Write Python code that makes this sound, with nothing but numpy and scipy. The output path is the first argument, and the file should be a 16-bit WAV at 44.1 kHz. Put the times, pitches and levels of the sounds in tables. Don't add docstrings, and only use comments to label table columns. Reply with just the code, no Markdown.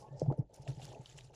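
import sys
import numpy as np
from scipy import signal
from scipy.fft import rfft, irfft, next_fast_len
from scipy.io import wavfile
from scipy.ndimage import uniform_filter1d, map_coordinates

SR = 44100
rng = np.random.default_rng(int(sys.argv[2]) if len(sys.argv) > 2 else 0)


def generate_wav(signal):
    frames = np.transpose(np.atleast_2d(signal))
    scaled = np.clip(frames, -1, 1) * 32767
    pcm = np.round(scaled).astype(np.int16)
    wavfile.write(sys.argv[1], SR, pcm)


N = 59535

# peak time in seconds, level in dB, pitch in Hz, rise and t60 in seconds.
MOUNT_THUMPS = [(0.121, -43, 132.8, 0.021, 0.28), (0.15, -43, 130, 0.012, 0.054),
                (0.2299, -29.5, 147.5, 0.013, 0.16), (0.289, -21.5, 135.4, 0.017, 0.12),
                (0.3941, -25.5, 140, 0.0071, 0.056), (.401, -29, 122.6, 0.0096, 0.063),
                (0.602, -43, 135, 0.0092, 0.11), (0.6985, -30.5, 132.2, 0.022, 0.11),
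                (0.7813, -40, 134.2, 0.011, 0.092), (0.8506, -44, 142.5, 0.045, 0.068),
                (0.8959, -45, 123, 0.0076, 0.082), (0.9996, -40.5, 132.5, 0.0068, 0.077),
                (1.164, -53.5, 143.5, 0.042, 0.17), (1.248, -51.5, 123, 0.027, 0.15)]
# peak time in seconds, base level in dB, base pitch in Hz, rise in seconds.
PART_KNOCKS = [(0.2193, -19, 524, 0.0028), (.229, -33.5, 603, 0.0065), (.263, -39, 703, 0.0055),
               (.284, -30, 270, 0.0051), (.3035, -31.5, 848, 0.0031), (.3072, -36, 846, 0.0019),
               (0.3135, -31, 744, 0.0013), (0.316, -26, 324, 0.0035), (.3262, -33, 622, 0.0067),
               (.341, -37.5, 618, 0.0047), (0.384, -38.5, 490, 0.0085), (.5, -51, 594, 0.0053),
               (0.6716, -39, 666, 0.0046), (.799, -44, 780, 0.0051), (.884, -49.5, 833, 0.011),
               (.917, -47, 488, 0.0054), (.92, -45, 846, 0.003), (.936, -42, 790, 0.0012),
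               (.957, -44, 660, 0.0068), (.971, -47.5, 462, 0.0062), (1.301, -51.5, 550, 0.0031)]
# pitch ratio, gain in dB, t60 in rise times.
KNOCK_MODES = [(0.621, -13, 4.8), (0.998, -4, 5.7), (1.45, -33, 9.4)]
# start in seconds, peak in dB before the low-pass, pitch in Hz,
# resonance width over pitch.
TWIG_SNAPS = [(0.1965, -42.5, 5780, 0.34), (0.324, -52, 1257, 0.3), (0.3747, -63.5, 9500, 0.18),
              (.5395, -67, 9000, 0.66), (0.543, -47, 6450, 0.74), (0.5624, -53.5, 9400, 0.33),
              (0.6764, -41.5, 2020, 1), (0.732, -57, 4280, 0.27), (0.748, -57, 5370, 0.089),
              (0.8233, -52, 3600, 0.47), (0.845, -41, 3900, 0.92), (0.8526, -41.5, 5440, .9),
              (0.9459, -54, 2660, 0.15), (1.0581, -45.5, 3080, 0.12), (1.0579, -46.5, 3950, .5),
              (1.098, -52, 6700, 0.081), (1.1806, -45, 7040, 0.38), (1.1868, -42.5, 2340, 0.44),
              (1.208, -47.5, 3180, 1)]
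# peak time in seconds, gain in dB, rise and fall time constants in seconds,
# low-pass in Hz.
BLADE_SWISHES = [(.002, -60.5, 0.014, 0.022, 13100), (0.203, -57.5, 0.017, 0.02, 7700),
                 (0.391, -74, 0.0079, 0.011, 12000), (0.541, -58.5, 0.0025, 0.018, 14700),
                 (0.621, -64.5, 0.0041, 0.0084, 13600), (0.685, -62, 0.0036, 0.0098, 12200),
                 (1.248, -60.5, 0.0059, 0.0069, 10200)]
# start in seconds, starting pitch in Hz, level in dB, rise and t60 in seconds.
WHINE_TONES = [(0, 815, -54, 0.048, 0.15), (.005, 1045, -63.5, 0.05, 0.28),
               (0.052, 1693, -76.5, 0.046, 0.56), (.1, 550, -51.5, 0.062, 0.11)]
# time in seconds, level in dB.
TYRE_ENVELOPE = [(0, -56.5), (.055, -59), (.105, -58.5), (.15, -62), (.2, -57), (.295, -54), (.325, -45.5),
                 (.372, -59.5), (.4, -53.5), (.44, -64.5), (.478, -80), (.51, -65.5), (.55, -60.5),
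                 (.65, -60), (.7, -54), (.76, -64.5), (.81, -58.5), (.86, -59), (.95, -56.5), (1.005, -58),
                 (1.05, -69), (1.19, -62), (1.296, -72.5), (1.305, -59.5), (1.35, -66)]
RUSTLE_ENVELOPE = [(0, -74.5), (.12, -82), (.24, -78), (.4, -88), (.45, -96.5), (.52, -85), (.56, -71),
                   (.59, -76.5), (.674, -72), (.68, -57), (.73, -67.5), (.785, -69), (.835, -56),
                   (.87, -62), (.925, -65.5), (.975, -75), (1.05, -66), (1.11, -62), (1.155, -72),
                   (1.183, -58), (1.212, -67.5), (1.27, -71.5), (1.325, -85), (1.342, -63.5)]
WIND_ENVELOPE = [(0, -65.5), (.18, -61), (.24, -49.5), (.3, -43.5), (.36, -65), (.405, -46.5), (.5, -72.5),
                 (.72, -50.5), (.85, -60), (1.08, -65), (1.22, -59.5), (1.35, -63)]
# frequency in Hz, relative gain in dB.
TYRE_COLOUR = [(60, -30), (130, 7.5), (210, -4.5), (340, 1), (480, 4), (630, 1.5), (730, -1.5), (880, 2),
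               (1050, -21.5), (1400, -24.5), (2500, -34), (6000, -87)]
RUSTLE_COLOUR = [(600, -0.5), (1200, -0.5), (2200, -0.5), (2900, 4.5), (5000, 0.5), (7300, 1.5),
                 (8600, -11.5), (10300, -6.5), (12000, -20), (14500, -18.5)]
SWISH_COLOUR = [(1500, -10.5), (3500, -13), (4300, -6), (5100, 5), (7200, -3), (8600, -7), (10300, -4),
                (12000, -18), (14500, -8)]
WIND_COLOUR = [(12, -24.5), (28, -10.5), (48, 1.5), (75, -6.5), (130, 1.5), (220, -20.5), (600, -71)]


def mount_thumps(overtone_ratio=2.25, overtone_db=-22, overtone_t60_s=0.14):
    out = np.zeros(N)
    for peak_s, db, hz, rise_s, t60_s in MOUNT_THUMPS:
        overtone = amp(overtone_db) * ring(peak_s, hz * overtone_ratio, rise_s, overtone_t60_s)
        out += amp(db) * (ring(peak_s, hz, rise_s, t60_s) + overtone)
    return out


def part_knocks(top_hz=1115):
    hits = np.zeros(N)
    for peak_s, db, hz, rise_s in PART_KNOCKS:
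        for ratio, mode_db, t60_rises in KNOCK_MODES:
            hits += amp(db + mode_db) * ring(peak_s, hz * ratio, rise_s, rise_s * t60_rises)
    return filtered(hits, lambda f: 1 / np.sqrt(1 + (f / top_hz) ** 20))


def tyre_rumble(uneven_db=1.9):
    shaking = rng.standard_normal(N) * amp(uneven_db * wobble(90))
    return envelope(TYRE_ENVELOPE) * coloured(shaking, TYRE_COLOUR)


def twig_snaps(splinter_db=-11.5):
    out = np.zeros(N)
    for start_s, db, hz, width in TWIG_SNAPS:
        burst = rng.standard_normal(N) * strike(clock() - start_s, rise_s=0.00055, t60_s=0.01)
        band_hz = width * hz
        body = filtered(burst, lambda f: (1j * f * band_hz / (hz * hz - f * f + 1j * f * band_hz)) ** 2)
        snap = unit(body) + amp(splinter_db) * coloured(burst, RUSTLE_COLOUR)
        out += amp(db) * snap / np.abs(snap).max()
    return lowpass(out, top_hz=12900)


def leaf_rustle():
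    return envelope(RUSTLE_ENVELOPE) * coloured(crackle(), RUSTLE_COLOUR)


def blade_swishes():
    t, out = clock(), np.zeros(N)
    blades = coloured(crackle(), SWISH_COLOUR)
    for peak_s, db, rise_s, fall_s, top_hz in BLADE_SWISHES:
        swell = np.exp(-np.maximum((peak_s - t) / rise_s, (t - peak_s) / fall_s))
        out += amp(db) * swell * lowpass(blades, top_hz)
    return out


def crackle(clumps_per_s=800, ticks_per_clump=4, clump_s=0.003, t60_s=0.007, tick_share=0.4):
    low_hz, high_hz, detune_octaves = 970, 11000, 0.6
    spread_db, flutter_db = 2.6, 0.76
    hiss = rng.standard_normal(N)
    flutter = amp(flutter_db * wobble(170))
    draws = rng.random((int(clumps_per_s * N / SR), ticks_per_clump + 1, 3))
    start, size, pitch = np.repeat(draws[:, 0], ticks_per_clump, axis=0).T[:, :, None]
    lag, detune, phase = draws[:, 1:].reshape(-1, 3).T[:, :, None]
    age = np.arange(400)
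    hz = (low_hz + pitch * (high_hz - low_hz)) * 2 ** (detune_octaves * (detune - 0.5))
    size_db = spread_db * np.minimum(-np.log(1 - size), 3)
    ticks = amp(size_db - 60 * age / SR / t60_s) * np.sin(2 * np.pi * (hz * age / SR + phase))
    onset = (start * N + lag * clump_s * SR).astype(int)
    ticking = np.bincount((onset + age).ravel(), ticks.ravel(), N)[:N]
    blend = np.sqrt(tick_share) * unit(ticking) + np.sqrt(1 - tick_share) * hiss
    return patchy(blend) * flutter


def patchy(x, depth_db=2):
    spectra = signal.stft(x, nperseg=256)[2]
    patches = uniform_filter1d(rng.standard_normal(spectra.shape), size=4, axis=0)
    patches = uniform_filter1d(patches, size=8, axis=1)
    return signal.istft(spectra * amp(depth_db * unit(patches)), nperseg=256)[1][:N]


def case_wind():
    return envelope(WIND_ENVELOPE) * coloured(rng.standard_normal(N), WIND_COLOUR)


def rub_whine(climb_per_s=0.65, waver_rad=1, rough_db=3):
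    out = np.zeros(N)
    for start_s, hz, db, rise_s, t60_s in WHINE_TONES:
        t = clock() - start_s
        phase = 2 * np.pi * hz * t * (1 + climb_per_s * t / 2) + waver_rad * wobble(110)
        out += amp(db + rough_db * wobble(110)) * strike(t, rise_s, t60_s) * np.sin(phase)
    return out


def ring(peak_s, hz, rise_s, t60_s):
    t = clock() - peak_s
    return strike(t + rise_s, rise_s, t60_s) * np.cos(2 * np.pi * hz * t)


def strike(t, rise_s, t60_s):
    attack = np.sin(np.pi / 2 * np.clip(t / rise_s, 0, 1)) ** 2
    return attack * amp(-60 * np.maximum(t - rise_s, 0) / t60_s)


def envelope(points):
    return amp(np.interp(clock(), *np.transpose(points)))


def wobble(knots_per_s):
    return map_coordinates(rng.standard_normal(2048), [clock() * knots_per_s], mode="mirror")


def coloured(x, points):
    hz, db = np.transpose(points)
    return unit(filtered(x, lambda f: amp(np.interp(np.log(f + 1), np.log(hz), db))))


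def filtered(x, response):
    size = next_fast_len(N + 8192)
    return irfft(rfft(x, size) * response(np.fft.rfftfreq(size, 1 / SR)), size)[..., :N]


def lowpass(x, top_hz):
    return signal.sosfilt(signal.butter(6, top_hz, fs=SR, output="sos"), x)


def amp(db):
    return 10 ** (np.asarray(db) / 20)


def unit(x):
    return x / np.sqrt(np.mean(x ** 2) + 1e-20)


def clock():
    return np.arange(N) / SR


def scene(rustle_side_db=-36.5, wind_side_db=-50.5):
    mid = mount_thumps() + part_knocks() + tyre_rumble() + twig_snaps()
    mid += leaf_rustle() + blade_swishes() + case_wind() + rub_whine()
    side = amp(rustle_side_db) * leaf_rustle() + amp(wind_side_db) * case_wind()
    return np.array([mid + side, mid - side])


def record(dry):
    return filtered(dry, lambda hz: hz < 15000)


dry = scene()
out = record(dry)
generate_wav(out)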